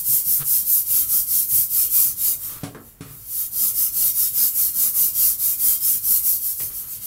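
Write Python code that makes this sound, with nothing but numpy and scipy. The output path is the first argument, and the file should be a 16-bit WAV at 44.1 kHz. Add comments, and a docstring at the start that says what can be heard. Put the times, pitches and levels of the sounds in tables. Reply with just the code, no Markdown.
"""Scouring a steel pot

A wire pad scrubs a pot over a kitchen sink, about five strokes a second. The wires catch and slip
in a bright gritty hiss, and the wall of the pot rings faintly under them. In a pause the pot is
turned: it drags on the sink's edge and knocks down. A small hard room, in mono."""
import sys
import numpy as np
from scipy import signal
from scipy.fft import rfft, irfft, next_fast_len
from scipy.io import wavfile

SR = 44100
rng = np.random.default_rng(int(sys.argv[2]) if len(sys.argv) > 2 else 0)


def wav_record(signal):
    """Record a signal, one row per channel, as 16-bit PCM in the file named by sys.argv[1]."""
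    frames = np.transpose(np.atleast_2d(signal))
    bounded = np.clip(frames, -1, 1)
    # unit amplitude maps onto the largest positive 16-bit level
    quanta = np.round(bounded * 32767).astype(np.int16)
    wavfile.write(sys.argv[1], SR, quanta)


N = 311346
TIME = np.arange(N) / SR


# pad strokes, up and down by turns: t/s, relative peak level/dB, place of the peak in the stroke/0-1
PAD_STROKES = [(-0.16, -17, 0.53), (0.03, -16, 0.53), (0.235, -17, 0.44), (0.433, -16, .5),
               (0.65, -15.5, 0.43), (0.846, -16, 0.53), (1.07, -16.5, .48), (1.253, -16.5, .53),
               (1.473, -15.5, 0.46), (1.678, -16.5, .58), (1.893, -14.5, 0.32), (2.16, -18, 0.56),
               (3.25, -23.5, 0.61), (3.5, -18, 0.62), (3.742, -17.5, 0.42), (3.906, -16.5, 0.6),
               (4.142, -17, 0.38), (4.323, -16, 0.46), (4.532, -17, 0.42), (4.728, -16.5, 0.52),
               (4.927, -16, 0.43), (5.126, -15.5, 0.46), (5.376, -18, 0.48), (5.575, -15.5, 0.45),
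               (5.799, -16.5, 0.4), (6.013, -16, 0.58), (6.222, -17, 0.37), (6.4, -22, 0.45),
               (6.56, -24.5, 0.36), (6.716, -28.5, 0.45), (6.855, -30, 0.52), (6.997, -29.5, .35)]
# the pad's light slide while the pot is turned: t/s, relative level/dB
PAD_SLIDE = [(2.37, -39), (2.45, -26.5), (2.55, -35), (2.63, -46), (2.77, -55), (2.88, -45), (2.98, -59),
             (3.12, -41), (3.27, -40.5), (3.36, -52)]
# slow level ride on the pot's ring and the coarse scrape: t/s, level/dB
BODY_RIDE = [(0, -2.5), (0.7, -5), (1.0, 0), (1.5, -2.5), (2.25, 2), (2.5, -1), (4.3, 0.6), (5.7, 0.3),
             (6.55, -4), (7.0, 3.5)]

def hand(usual_s=0.21, pause_s=0.4, overlap_s=0.024, speed_power=1.687, linger=0.55, push_db=0.5):
    """The hand speeds up and slows in each stroke: envelopes for hiss, coarse scrape and pot."""
    slide = amp(np.interp(TIME, *np.transpose(PAD_SLIDE), left=-np.inf, right=-np.inf))
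    hiss_power, force_power = slide ** 2, slide ** 2
    gaps = np.diff([row[0] for row in PAD_STROKES] + [np.inf])
    for k, ((start, db, peak_at), gap) in enumerate(zip(PAD_STROKES, gaps)):
        length = gap if gap < pause_s else usual_s
        # the wires keep sliding around each turn, so strokes overlap
        moments = [start - overlap_s, start + np.clip(peak_at, 0, 1) * length, start + length + overlap_s]
        speed = np.sin(np.interp(TIME, moments, [0, np.pi / 2, 0]))
        sharpness = speed_power * (length / usual_s) ** linger  # slow strokes linger at the turns
        stroke = amp(db) * speed ** sharpness
        push = amp(push_db if k % 2 else -push_db)  # down strokes press harder
        hiss_power += stroke ** 2
        force_power += (stroke * push) ** 2
    hiss, force = np.sqrt(hiss_power), np.sqrt(force_power)
    body_db = np.interp(TIME, *np.transpose(BODY_RIDE))
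    coarse = force * amp(-16.5 + 0.4 * body_db)
    pot = force ** 0.8 * amp(-35 + body_db)  # shaken by pressure too, it swells less than the hiss
    return hiss, coarse, pot


# EQ curves of the wire tips' fizz, the coils' scrape and the pot's wall: f/Hz, level/dB
TIP_EQ = [(1500, -60), (4000, -30), (6000, -20.5), (8000, -10.5), (10000, -5), (11700, -0.5), (13200, 1.5),
          (14700, -1), (15800, -3.5)]
COIL_EQ = [(500, -17), (2000, -19.5), (3400, -19.5), (4600, 0.5), (6000, 5), (8000, 3), (15000, -12.5)]
WALL_EQ = [(40, 10.5), (110, -0.5), (200, 9), (300, -2.5), (480, -0.5), (800, -17), (1150, -4), (1900, -4),
           (3300, -3.5), (6000, -8), (15000, -18)]
# resonances of the hand-damped pot, and of the sink with its counter: f/Hz, width/Hz, level/dB
POT_MODES = [(665.3, 14, -4.5), (1112, 114, -10.5), (1308, 25, -2.5), (2154, 21.6, -2), (2446, 30, -3.5),
             (2867, 31, 0.5), (3194, 38, 2), (3430, 46, -5.5), (3757, 95, -0.5), (4254, 47, 4),
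             (4635, 99, -1), (5510, 95, 2.5), (6080, 120, -3), (7120, 100, 4), (7740, 120, 0)]
SINK_MODES = [(114.5, 5, 1.5), (187, 44, 5.5), (288.2, 7.2, 15.5), (403, 40, 0), (520, 7.1, -8),
              (585, 97, -6.5)]

def scouring():
    """Wire tips fizz, whole coils scrape, and their drag shakes the pot and the sink beneath."""
    hiss, coarse, pot = hand()
    # the pad grips unevenly, and its wires let go in bunches
    grip = amp(0.21 * wobble(rate_hz=80) + 0.5 * wobble(rate_hz=580))
    tips = colour(slips(per_s=24000), TIP_EQ) * hiss * amp(1.42)
    coils = colour(slips(per_s=9000, spread_db=-1.5), COIL_EQ) * coarse * amp(0.67)
    wall = colour(slips(per_s=4000, spread_db=3.5), WALL_EQ) * pot
    drag = slips(per_s=4000, spread_db=3.5) * pot
    pot_ring = ring(drag, POT_MODES, wander_db=2.5) * amp(19)
    sink_ring = ring(drag, SINK_MODES) * amp(2)
    fizz = shimmer(grip * tips, depth_db=1.22, patch_hz=220, patch_s=0.029)
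    rasp = shimmer(grip * (coils + wall), depth_db=3.5, patch_hz=140, patch_s=0.063)
    return fizz + rasp + pot_ring + sink_ring


def slips(per_s, spread_db=0):
    """Metal catches and lets go in random clicks; with no spread they are all one size."""
    size = amp(spread_db * np.minimum(rng.exponential(1, N), 4))
    return unit(size * rng.choice([-1, 1], N) * (rng.random(N) < per_s / SR))


def shimmer(x, depth_db, patch_hz, patch_s):
    """Random patches of the spectrum swell and fade, giving the hiss and rasp a shifting shimmer."""
    window, hop = 1024, 256
    spectra = signal.stft(x, SR, nperseg=window, noverlap=window - hop)[2]
    bins, frames = spectra.shape
    across_hz = np.fft.fftfreq(bins, SR / window)[:, None] * patch_hz
    across_s = np.fft.fftfreq(frames, hop / SR) * patch_s
    blur = np.exp(-np.pi * (across_hz ** 2 + across_s ** 2))
    speckle = rng.standard_normal(spectra.shape)
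    patches = unit(np.fft.ifft2(np.fft.fft2(speckle) * blur).real)
    spectra *= amp(depth_db * patches)
    return signal.istft(spectra, SR, nperseg=window, noverlap=window - hop)[1][:N]


def ring(x, modes, pitch=1, wander_db=0):
    """Damped modes ring under x; with wander, a moving contact feeds each one unevenly."""
    out = np.zeros(N)
    for hz, width, db in modes:
        drive = x * amp(wander_db * wobble(rate_hz=4)) if wander_db else x
        out += amp(db) * signal.lfilter(*signal.iirpeak(hz * pitch, hz / width, SR), drive)
    return out


# the pot hits the sink: t/s, thud level/dB, sink pitch/ratio, clank level/dB,
# clack f/Hz, clack level/dB, tick level/dB, rattle decay/s
POT_HITS = [(2.634, -18, 0.97, -36.5, 565, -39, -36.5, 0.034),
            (2.748, -35, 0.79, -37.5, 1560, -51, -56, 0.037),
            (3.008, -24.5, 0.96, -48, 1270, -48.5, -45, 0.065),
            (6.601, -47, 0.99, -43.5, 395, -48.5, -38, 0.03)]
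# EQ curves of a hit's dull clank and bright tick: f/Hz, level/dB
CLANK_EQ = [(80, -32), (400, 11.5), (700, -1.5), (1100, 1), (1650, 1), (2500, -19.5), (5000, -27),
            (15000, -45)]
TICK_EQ = [(300, -62), (2000, 18), (4000, 12), (7000, 11.5), (11000, 17.5), (15000, -36)]

def knocks(push_s=0.0015, rebound=0.15, rebound_s=0.0075, chatter=0.037, clack_width_hz=380):
    """Each blow pushes the sink into a thud; the rim clacks, chatters and sets the pot ringing."""
    out = np.zeros(N)
    clank, tick, rattle = noise(CLANK_EQ), noise(TICK_EQ), rng.standard_normal(N)
    for start, thud_db, pitch, clank_db, clack_hz, clack_db, tick_db, decay_s in POT_HITS:
        age = np.maximum(TIME - start, 0)
        decay = (age > 0) * np.exp(-age / decay_s)
        # the pot lands on one point, then settles on a second
        first, second = age / push_s, np.maximum(age - rebound_s, 0) / push_s
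        landing = first * np.exp(-2 * first) + rebound * second * np.exp(-2 * second)
        thud = ring(landing + chatter * rattle * decay + 1e-12, SINK_MODES, pitch)
        rim = [(clack_hz, clack_width_hz, 0)]
        clack = unit(ring(ring(rattle, rim), rim))
        metal = decay * (amp(clank_db) * clank + amp(clack_db) * clack + amp(tick_db) * tick)
        out += amp(thud_db) * thud / abs(thud).max() + metal + ring(metal + 1e-12, POT_MODES)
    return out


# soft booms of the pot against the basin: t/s, level/dB, f/Hz
BASIN_BOOMS = [(0.07, -43, 118), (0.261, -46.5, 155), (1.0, -47, 59.6), (1.51, -41, 87.6), (1.74, -51, 111),
               (2.04, -45.5, 87.5), (4.28, -51.5, 55), (6.6, -45, 98)]

def bumps(width_hz=70, rise_cycles=2.7):
    """The pot rocks under the hand, and the basin answers with soft low booms."""
    out = np.zeros(N)
    for start, db, hz in BASIN_BOOMS:
        rise_s = rise_cycles / hz
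        age = np.maximum(TIME - start, 0) / rise_s
        basin = [(hz, width_hz, 0)]
        rumble = ring(ring(rng.standard_normal(N), basin), basin)
        boom = rumble * age * np.exp(-age)
        out += amp(db) * boom / np.sqrt(np.sum(boom ** 2) / (2 * rise_s * SR))
    return out


# the rim drags on the sink's edge: centre t/s, half length/s, scrape level/dB, judder level/dB
RIM_DRAGS = [(0.417, 0.013, -35, -34), (2.546, 0.087, -44.5, -71), (3.106, 0.039, -52, -48),
             (6.716, 0.017, -47.5, -63), (6.854, 0.046, -51.5, -65)]
# EQ curve of the rim's scrape: f/Hz, level/dB
RIM_EQ = [(100, 7.5), (300, -0.5), (800, -7.5), (1220, 4.5), (1550, -2.5), (2000, -5), (3000, -5),
          (12000, -10)]

def drags(judder_hz=143, unsteady=0.0396):
    """The rim scrapes over the steel edge; pressed hard, it sticks and slips in a short low grunt."""
    scrape = colour(slips(per_s=1700), RIM_EQ)
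    slip_hz = judder_hz * (1 + unsteady * wobble(rate_hz=58))
    judder = unit(np.sin(2 * np.pi * np.cumsum(slip_hz) / SR))
    out = np.zeros(N)
    for centre, half_s, scrape_db, judder_db in RIM_DRAGS:
        swell = np.exp(-0.5 * ((TIME - centre) / half_s) ** 2)
        out += swell * (amp(scrape_db) * scrape + amp(judder_db) * judder)
    return out


# the kitchen's reverb time: f/Hz, T60/s
KITCHEN_DECAY = [(100, 0.32), (500, 0.46), (2000, 0.16), (8000, 0.21), (15000, 0.17)]

def kitchen(x, wet_db, predelay_s=0.0044):
    """Hard walls add a short tail, with the treble dying first."""
    hz, t, spectra = signal.stft(rng.standard_normal(SR // 2), SR, nperseg=256)
    spectra *= amp(-60 * t / lookup(KITCHEN_DECAY, hz)[:, None])
    tail = signal.istft(spectra, SR)[1]
    tail *= TIME[:len(tail)] > predelay_s
    return x + amp(wet_db) * signal.fftconvolve(x, tail / np.linalg.norm(tail))[:N]


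# EQ curve of the room tone: f/Hz, level/dB
ROOM_TONE_EQ = [(20, -21), (33, -13), (47, 9.5), (70, -7), (102, 5.5), (180, -9.5), (300, -14), (700, -20),
                (1500, -21), (4000, -32), (15000, -23.5)]

def room_tone(level_db=-51):
    """A low steady bed of noise."""
    return amp(level_db) * noise(ROOM_TONE_EQ)


def amp(db):
    return 10 ** (np.asarray(db) / 20)


def unit(x):
    """Scales to an rms of 1."""
    return x / np.sqrt(np.mean(x ** 2) + 1e-20)


def lookup(points, hz):
    """Reads a curve on a log-frequency axis."""
    f, value = np.transpose(points)
    return np.interp(np.log(hz + 1), np.log(f + 1), value)


def colour(x, eq):
    """Puts x through an EQ curve, at rms 1."""
    size = next_fast_len(N)
    gain = amp(lookup(eq, np.fft.rfftfreq(size, 1 / SR)))
    return unit(irfft(rfft(x, size) * gain, size)[:N])


def noise(eq):
    """Steady coloured noise."""
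    return colour(rng.standard_normal(N), eq)


def wobble(rate_hz):
    """Smooth random modulation of rms 1, up to about this rate."""
    size = next_fast_len(N)
    f = np.fft.rfftfreq(size, 1 / SR)
    return unit(irfft(rfft(rng.standard_normal(size)) / (1 + (f / rate_hz) ** 2), size)[:N])


def scene():
    """Pad and pot in the kitchen, over the room tone."""
    pad = kitchen(scouring(), wet_db=-10.5)
    handling = kitchen(knocks() + bumps() + drags(), wet_db=-9)
    mono = pad + handling + room_tone()
    return np.array([mono, mono])


def record(dry, cutoff_hz=15760):
    """A steep high cut takes off the very top."""
    taps = signal.firwin(601, cutoff_hz, window=("kaiser", 9), fs=SR)
    return signal.oaconvolve(dry, taps[None], "same", axes=1)


dry = scene()
out = record(dry)
wav_record(out)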